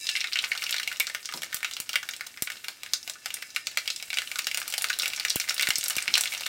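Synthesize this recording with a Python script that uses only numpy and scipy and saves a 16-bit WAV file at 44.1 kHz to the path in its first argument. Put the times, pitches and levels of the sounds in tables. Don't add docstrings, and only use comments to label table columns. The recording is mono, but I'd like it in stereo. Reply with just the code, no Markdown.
import sys
import numpy as np
from scipy import signal
from scipy.fft import rfft, irfft
from scipy.io import wavfile
from scipy.ndimage import uniform_filter1d

SR = 44100
rng = np.random.default_rng(int(sys.argv[2]) if len(sys.argv) > 2 else 0)


def digitize_waveform(pressure):
    field = np.atleast_2d(pressure).T
    bounded = np.clip(field, -1, 1)
    quanta = np.round(bounded * 32767).astype(np.int16)
    wavfile.write(sys.argv[1], SR, quanta)


N = 285856


def amp(db):
    return 10 ** (np.asarray(db) / 20)


def unit(x):
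    return x / np.sqrt(np.mean(x ** 2) + 1e-20)


def read(points, hz):
    f, value = np.transpose(points)
    return np.interp(np.log(hz + 1), np.log(f + 1), value)


def add(mix, start_s, sound):
    part = mix[:, max(round(start_s * SR), 0):][:, :sound.shape[-1]]
    part += sound[..., :part.shape[1]]


def causal(db):
    cepstrum = irfft(np.log(amp(db)))
    half = cepstrum.shape[-1] // 2
    cepstrum[..., 1:half] *= 2
    cepstrum[..., half + 1:] = 0
    return np.exp(rfft(cepstrum))


def ports(spectra, hz):
    # pitch_hz, likeness (0 to 1)
    likeness = [(60, 0.37), (600, 0.74), (1500, 0.61), (3000, 0.17), (5500, 0.19), (9000, 0.13), (15000, 0)]
    same = np.clip(read(likeness, hz), 0, 1)
    right = same * spectra[0] + np.sqrt(1 - same ** 2) * spectra[1]
    return np.array([spectra[0], right])


def wok_db(hz):
    # pitch_hz, width_hz, lift_db
    resonances = [(664, 210, 5), (888, 130, 3.5), (1226, 92, 6), (1482, 94, 7.5), (1820, 18, 7),
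                  (2150, 134, 3), (2275, 234, 4.5), (2803, 134, 6), (3230, 43, -1), (3880, 110, 2),
                  (5550, 490, 3)]
    return sum(db / (1 + (2 * (hz - f) / width) ** 2) for f, width, db in resonances)


def boil(s):
    # time_s, level_db
    vigour = [(0, -3.5), (.3, -3), (.75, -2), (1.1, -7.5), (1.9, -8), (2.5, -11), (3.5, -12), (4.4, -6),
              (5, -1.5), (5.7, 0), (6.48, 0)]
    return np.interp(s, *np.transpose(vigour))


def warmth(s, cold_db=14, warm_s=0.051):
    return boil(s) - cold_db * np.exp(-(s / warm_s) ** 2)


def bed(spectrum, grain_db, ring):
    hz = np.fft.rfftfreq(N, 1 / SR)
    grain = unit(uniform_filter1d(rng.standard_normal(N), size=40))
    impulses = rng.standard_normal((2, N)) * amp(grain_db * grain)
    colour = amp(read(spectrum, hz) + ring * wok_db(hz))
    return unit(irfft(ports(rfft(impulses), hz) * colour, N))


def rumble(level_db=-67):
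    # pitch_hz, relative level_db (per Hz)
    spectrum = [(20, -26), (45, -15), (95, 2), (150, -4.5), (240, -1.5), (400, -4.5), (900, -16),
                (2000, -118), (8000, -70)]
    return amp(level_db) * bed(spectrum, grain_db=-2, ring=0.4)


def kitchen(x, first_s=0.0016):
    # pitch_hz, time to fall by 60 dB (s)
    decay = [(200, 0.42), (900, 0.19), (2500, 0.21), (5000, 0.2), (9000, 0.24), (15000, 0.14)]
    hz, t, z = signal.stft(rng.standard_normal((2, SR // 2)), SR, nperseg=256)
    z = ports(z.transpose(0, 2, 1), hz).transpose(0, 2, 1)
    z = z * amp(-60 * t / read(decay, hz)[:, None])
    tail = signal.istft(z, SR, nperseg=256)[1]
    tail *= 1 - np.exp(-(np.arange(tail.shape[1]) / SR / first_s) ** 2)
    return signal.fftconvolve(x.mean(0)[None], tail / np.linalg.norm(tail[0]), axes=1)[:, :N]


def dish(ring_db=-9, clack_db=-2, clack_s=0.027, chatter=0.28):
    # start_s, level_db
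    knocks = [(1.338, -40), (4.42, -56), (6.078, -44)]
    # pitch_hz, level_db, time to fall by 60 dB (s)
    modes = [(163.4, -3, 0.3), (236, -2.5, 0.34), (340, -1.5, 0.43), (556, -10, 0.068), (825, -8, 0.056),
             (965, 10.5, 0.054)]
    out, t = np.zeros((2, N)), np.arange(SR // 2) / SR
    dull = signal.butter(2, [170, 1600], "band", fs=SR, output="sos")
    onset = 1 - np.exp(-t / 0.001)
    for start_s, db in knocks:
        ring = np.zeros(len(t))
        for hz, level, t60 in modes:
            ring += amp(level - 60 * t / t60) * np.sin(2 * np.pi * (hz * t + rng.random()))
        ring *= 1 + chatter * unit(uniform_filter1d(rng.standard_normal(len(t)), size=400))
        clack = unit(signal.sosfilt(dull, rng.standard_normal(len(t)))) * np.exp(-t / clack_s)
        add(out, start_s, amp(db) * (amp(ring_db) * ring + amp(clack_db) * clack) * onset)
    return out


def metal(x):
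    # pitch_hz, level_db, time to fall by 60 dB (s)
    modes = [(1740, -6, 0.73), (2350, 4, 0.058), (2720, -14, 0.17), (2680, 9, 0.069), (3920, 5, 0.11),
             (5050, 7.5, 0.093), (5000, -14, .2), (5500, -11, 0.094), (5500, -18, 0.099)]
    t = np.arange(SR // 2) / SR
    ring = np.zeros((2, len(t)))
    for hz, db, t60 in modes:
        ring += amp(db - 60 * t / t60) * np.sin(2 * np.pi * (hz * t + rng.random((2, 1))))
    return signal.oaconvolve(x, ring / np.linalg.norm(ring[0]), axes=1)[:, :N]


def pour(per_s=1500, ring_db=0, tick_db=-2, tick_hz=4300):
    # time_s, level_db
    stream = [(0, -38), (.07, -40.5), (.16, -40.5), (.32, -80), (3.9, -50), (4.05, -54), (4.3, -56),
              (4.5, -69)]
    hits = rng.standard_normal((2, N)) * (rng.random(N) < per_s / SR)
    ticks = signal.sosfilt(signal.butter(2, [tick_hz, 9000], "band", fs=SR, output="sos"), hits)
    flow = amp(np.interp(np.arange(N) / SR, *np.transpose(stream)))
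    return flow * (amp(tick_db) * unit(ticks) + amp(ring_db) * unit(metal(hits)))


def spits(push_s=0.00092, rise_s=0.00032, gain_db=6):
    # start_s, level_db (before gain_db), left-minus-right_db
    droplets = [(1.545, -30.5, -8), (1.8005, -28.5, -8), (2.4225, -16, -23), (5.3593, -10.5, -19),
                (5.6882, -17, -20), (5.784, -26.5, -10), (5.9688, -21, -16)]
    out, t = np.zeros((2, N)), np.arange(2000) / SR
    push = (1 - t / push_s) * np.exp(-t / push_s) * (1 - np.exp(-t / rise_s))
    for start_s, db, pan_db in droplets:
        add(out, start_s, amp(db + gain_db) * amp([[pan_db], [0]]) * push)
    return signal.sosfilt(signal.butter(1, 55, "high", fs=SR, output="sos"), out)


def hiss(sizzle_db=-44.5, sizzle_follow=0.79, fizz_db=-46, fizz_follow=0.82, surge_db=3.0):
    # pitch_hz, relative level_db (per Hz)
    sizzle_colour, fizz_colour = [(200, -10.5), (550, -7), (1050, -6.5), (1500, 0), (2300, 2), (3200, 1.5),
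                                  (5000, 3.5), (7000, -5), (10000, -31), (16000, -27)], [(2000, -23), (5000, -8), (7500, 2), (10500, -2),
                                                  (13000, -3), (15800, -8)]
    # middle_s, half_length_s, lift_db
    helpings = [(0.06, 0.058, 4), (4.217, 0.24, 6)]
    t = np.arange(N) / SR
    surge = surge_db * unit(uniform_filter1d(rng.standard_normal((2, N)), size=1600))
    fresh = sum(db * np.exp(-((t - s) / length) ** 2) for s, length, db in helpings)
    sizzle_level = amp(sizzle_db + sizzle_follow * warmth(t) + surge[0])
    fizz_level = amp(fizz_db + fizz_follow * boil(t) + fresh + surge[1])
    sizzle = sizzle_level * bed(sizzle_colour, grain_db=5.5, ring=0.8)
    fizz = fizz_level * bed(fizz_colour, grain_db=-2.0, ring=0)
    return sizzle + fizz


def wok(x):
    # pitch_hz, level_db
    bowl = [(40, -28), (150, -22.5), (380, -25.5), (540, -11), (1050, -11.5), (1350, -4.5), (2000, -2),
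            (3600, 2), (4800, 1.5), (6300, -0.7), (8300, -1), (11000, -6.5), (15000, -4)]
    hz = np.fft.rfftfreq(8192, 1 / SR)
    response = irfft(causal(read(bowl, hz) + wok_db(hz)))
    return signal.oaconvolve(x, response[None], axes=1)[:, :N]


def bursts(rows, sharpness=2.25, steepness=1.11, reach=28.0, seat_db=2.04, mirror=0.48, mirror_s=0.000836,
           lag_s=0.000016, pan_db=-0.5, scatter_db=2.0, scatter_s=0.003, linger_db=-16, linger_s=0.025,
           dull_hz=11000):
    start_s, db, pitch, snap_db = np.transpose(rows)[:, :, None]
    t = np.arange(2048) / SR
    hz = np.fft.rfftfreq(2048, 1 / SR) + 1
    chance = rng.standard_normal((len(rows), 3, len(t))).transpose(1, 0, 2)
    lag = np.array([0, lag_s])[:, None, None]
    tick = np.exp(-2j * np.pi * hz * lag) * amp(pan_db * chance[:2, :, :1])
    delay = mirror_s * (0.078 + rng.random((len(rows), 2, 1)))
    mirrored = mirror * np.exp(-2j * np.pi * hz * delay).sum(1)
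    tick = tick * (1 + mirrored) / np.sqrt(1 + 2 * mirror ** 2)
    fade = np.exp(-t / scatter_s) + amp(linger_db) * np.exp(-t / linger_s)
    fade = fade * (1 - np.exp(-t / 0.0014))
    scatter = ports(rfft(chance[:2] * fade / np.linalg.norm(fade)), hz)
    scatter = scatter * amp(scatter_db) / np.hypot(1, hz / dull_hz)
    pocket = (1 + (sharpness * (hz / pitch - pitch / hz)) ** 2) ** -steepness
    snap = amp(snap_db) ** 2 / (1 + (hz / (reach * pitch)) ** 2)
    smoother = signal.windows.hann(44)[None]
    seat = unit(signal.oaconvolve(chance[2, :, :len(hz)], smoother, "same", axes=1))
    colour = causal(10 * np.log10(pocket + snap) + seat_db * seat)
    sounds = irfft((tick + scatter) * colour) * amp(db) / np.sqrt(1 + amp(scatter_db) ** 2)
    out = np.zeros((2, N))
    for k, start in enumerate(start_s[:, 0]):
        add(out, start, sounds[:, k])
    return out


def crackle(count=620, level_db=-16, follow=1.0, spread_db=3.0, pitch_hz=3700, octaves=0.57, snap_db=-15):
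    when, size, pitch = rng.random((count, 3)).T
    s = when * N / SR
    db = level_db + follow * warmth(s) - spread_db * np.log(0.051 + size)
    pitches = pitch_hz * 2 ** (2 * octaves * (2 * pitch - 1))
    return bursts(np.transpose([s, db, pitches, snap_db + 0 * s]))


def small_pops(count=170, level_db=-1, spread_db=4.0, crowding=0.9, follow=1.0, pitch_hz=3000, octaves=0.77,
               snap_db=-15, snap_spread_db=5):
    when = (np.arange(count) + rng.random(count)) / count
    size, pitch, snap = rng.uniform(-0.92, 1, (count, 3)).T * np.sqrt(3)
    t = np.arange(N) / SR
    due = np.cumsum(amp(crowding * warmth(t)))
    s = np.interp(when, due / due[-1], t)
    db = level_db + follow * warmth(s) + spread_db * size
    pitches = pitch_hz * 2 ** (octaves * pitch)
    return bursts(np.transpose([s, db, pitches, snap_db + snap_spread_db * snap]))


def big_pops():
    # start_s, level_db, steam pocket pitch_hz, broadband husk snap_db (beside the pocket)
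    pops = [(0.069, 7, 4060, -38), (0.0904, 14, 3160, -42), (.1533, 10.5, 2220, -39),
            (0.1634, 8, 4350, -32), (.1701, 10.5, 2340, -36.5), (.2063, 7, 4470, -28),
            (0.2123, 10.5, 2590, -26), (0.2428, 14, 2180, -29.5), (0.2722, 3, 4170, -28),
            (0.3243, 6.5, 2530, -20), (.3328, 7.5, 4240, -35), (0.3571, 14.5, 2100, -38),
            (0.3717, 9, 2310, -34), (0.3894, 13, 3150, -33), (0.44, 14.5, 1690, -29),
            (.4452, 4.5, 4000, -13), (.5177, 12, 2250, -36), (0.5514, 8.5, 1660, -27),
            (0.5765, 4, 3400, -11.5), (0.6213, 4.5, 2290, -13), (0.6394, 4.5, 4360, -7),
            (0.6658, 8, 2760, -26), (0.6937, 8, 2740, -16), (0.709, 9.5, 11800, -14),
            (0.7264, 11, 3430, -29), (0.743, 12, 1990, -19), (0.765, 5, 4440, -12),
            (0.7829, 7.5, 3130, -16), (.7985, 10.5, 1840, -14), (.8315, 4.5, 2800, -11),
            (0.8762, 6, 2680, -8), (0.9155, 7, 1680, -20), (.9269, 4, 1800, -10.5),
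            (0.9997, 15, 12400, -12.5), (1.0033, 14.5, 2320, -36), (1.0695, 6, 5040, -15.5),
            (1.0753, 4, 1750, -22), (1.0987, 6.5, 1540, -16.5), (1.1485, 10.5, 1750, -11.5),
            (1.257, 5.5, 5800, -22), (1.29, 9, 1520, -23), (1.3244, 2, 1740, -11), (1.3388, -0.5, 4150, -6),
            (1.42, 0, 2380, -6.5), (1.4331, 7, 2000, -8.5), (1.5286, 2.5, 1940, -9),
            (1.5446, 13, 12000, -16), (1.5683, -5.5, 4000, -0.5), (1.6301, 8, 1880, -15.5),
            (1.6465, 14.5, 2370, -21), (1.7121, -1.5, 3190, -6), (1.7362, 2, 5560, -18),
            (1.7669, 3.5, 2840, -11), (1.8017, 8, 11200, -12.5), (1.893, 2.5, 3900, -2.5),
            (1.932, 5, 3100, -10), (1.9406, 8.5, 1500, -22), (1.9571, 17.5, 2220, -14),
            (2.03, 5.5, 1640, -14), (2.0894, 9.5, 1610, -12), (2.1365, 0.5, 3080, -9.5),
            (2.1647, -2, 8200, -12), (2.209, 7.5, 1640, -14.5), (2.269, -4.5, 11500, -4),
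            (2.3739, 2, 1580, -17), (2.4226, 14.5, 11700, -18), (2.474, 8, 1690, -32),
            (2.5019, 5.5, 1870, -12), (2.5195, 0, 3250, -9), (2.6444, 2.5, 2070, -11.5),
            (2.6836, -2, 2350, 1.5), (2.8335, -2, 2550, -2), (2.8628, 1.5, 2110, -16),
            (2.9354, 17, 4900, -17), (3.0771, 1, 2540, -6.5), (3.0977, 3, 7450, -7.5),
            (3.259, 5.5, 2240, -5), (3.3048, 3.5, 2580, -15), (3.3417, 9, 10300, -20),
            (3.3689, -2, 1900, -16), (3.4248, 5, 1950, -12), (3.5623, 13.5, 2300, -13),
            (3.6701, 8.5, 4350, -9.5), (3.7731, 14.5, 2050, -10.5), (3.7847, 3.5, 4550, -20),
            (3.8772, 11, 2940, -12.5), (3.9027, 11, 4270, -19), (3.962, 4.5, 6200, -19),
            (4.026, -1.5, 2540, -3), (4.1034, 5.5, 3170, -13), (4.1305, 9, 2150, -15),
            (4.1418, 5.5, 5400, -21), (4.172, 11, 2500, -15), (4.1859, 12, 3030, -12),
            (4.219, 5, 1650, -11), (4.316, 5, 2080, -8), (4.358, 6.5, 1610, -14), (4.3874, 4, 9000, -6.5),
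            (4.391, 10.5, 2830, -7), (4.4697, 11, 2900, -7), (4.5141, 7.5, 2220, -13),
            (4.5458, 1.5, 3680, 1.5), (4.574, 8, 9500, -4.5), (4.6016, 3, 11500, -20),
            (4.6168, 10, 1580, -20), (4.6791, 6, 11400, -12), (4.7018, 3, 11500, -18),
            (4.7248, -2.5, 5530, 0), (4.7395, 8.5, 2380, -6.5), (4.7802, 9.5, 10800, -6.5),
            (4.8214, 10, 10640, -15), (4.843, 14.5, 2000, -10), (4.8866, 3.5, 3600, -12),
            (4.9019, 15, 1690, -16.5), (4.9304, 2.5, 3820, -11), (4.9885, 10, 11500, -15.5),
            (4.9978, 9, 4370, -18), (5.021, 6.5, 4660, -8), (5.0328, 8.5, 2620, -9.5),
            (5.0579, 10.5, 2980, -10), (5.0795, 5.5, 11400, -5.5), (5.1344, 6, 2680, -16),
            (5.1627, 5.5, 6400, -23), (5.1984, 8, 3850, -10), (5.2503, 14.5, 1800, -11),
            (5.284, 6.5, 4370, -24), (5.2989, 10, 8800, -29), (5.3035, 13.5, 4400, -21),
            (5.3587, 15, 12000, -21), (5.3998, 8.5, 6700, -6.5), (5.4885, 8.5, 1910, -10.5),
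            (5.4945, 10.5, 5570, -17), (5.507, 10, 2210, -10.5), (5.544, 5, 11500, -21),
            (5.5803, 5, 3750, -7), (5.5958, 16, 2400, -18), (5.61, 6.5, 2580, -3.5),
            (5.6244, 7.5, 11500, -3), (5.63, 15, 2610, -33), (5.6715, 14, 2200, -14),
            (5.6885, 9.5, 11800, -7), (5.7052, 14, 2430, -8.5), (5.757, 13.5, 6400, -26),
            (5.7834, 12.5, 10500, -32), (5.8103, 5, 6770, -23), (5.83, 5.5, 3270, -15),
            (5.84, 11, 9850, -17), (5.8826, 12, 11500, -29), (5.8994, 12, 11500, -17),
            (5.9061, 1.5, 2480, 0.5), (5.9662, 10.5, 12000, -10.5), (5.9833, 13, 2080, -15),
            (6.0243, 7, 7500, -27), (6.0792, 16, 2020, -23), (6.14, 16, 4340, -16), (6.1543, 17, 2820, -15),
            (6.1736, 11.5, 1540, -11), (6.1792, 9.5, 9000, -1), (6.2097, 14.5, 9600, -13),
            (6.2369, 6.5, 3930, -7), (6.2571, 9.5, 2640, -13), (6.275, 7.5, 3280, -26),
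            (6.3377, 1, 3200, -2.5), (6.3488, 5, 2220, -14), (6.3778, 0.5, 6000, -11),
            (6.4086, -3.5, 4310, 1), (6.4638, 3.5, 3760, -2.5)]
    return bursts(pops)


def scene(room_db=-8.0):
    near = wok(big_pops() + small_pops() + crackle()) + pour() + dish()
    return near + amp(room_db) * kitchen(near) + hiss() + spits() + rumble()


def record(dry, edge_hz=16050):
    hz = np.fft.rfftfreq(N, 1 / SR)
    balance_db = read([(100, 1.5), (5000, -1.0), (8500, -0.1), (12000, -3.5), (15500, -6.0)], hz)
    coloured = irfft(rfft(dry) * amp(np.array([balance_db, -balance_db]) / 2), N)
    low_pass = signal.firwin(255, edge_hz, window=("kaiser", 8), fs=SR)
    return signal.oaconvolve(coloured, low_pass[None], "same", axes=1)


dry = scene()
out = record(dry)
digitize_waveform(out)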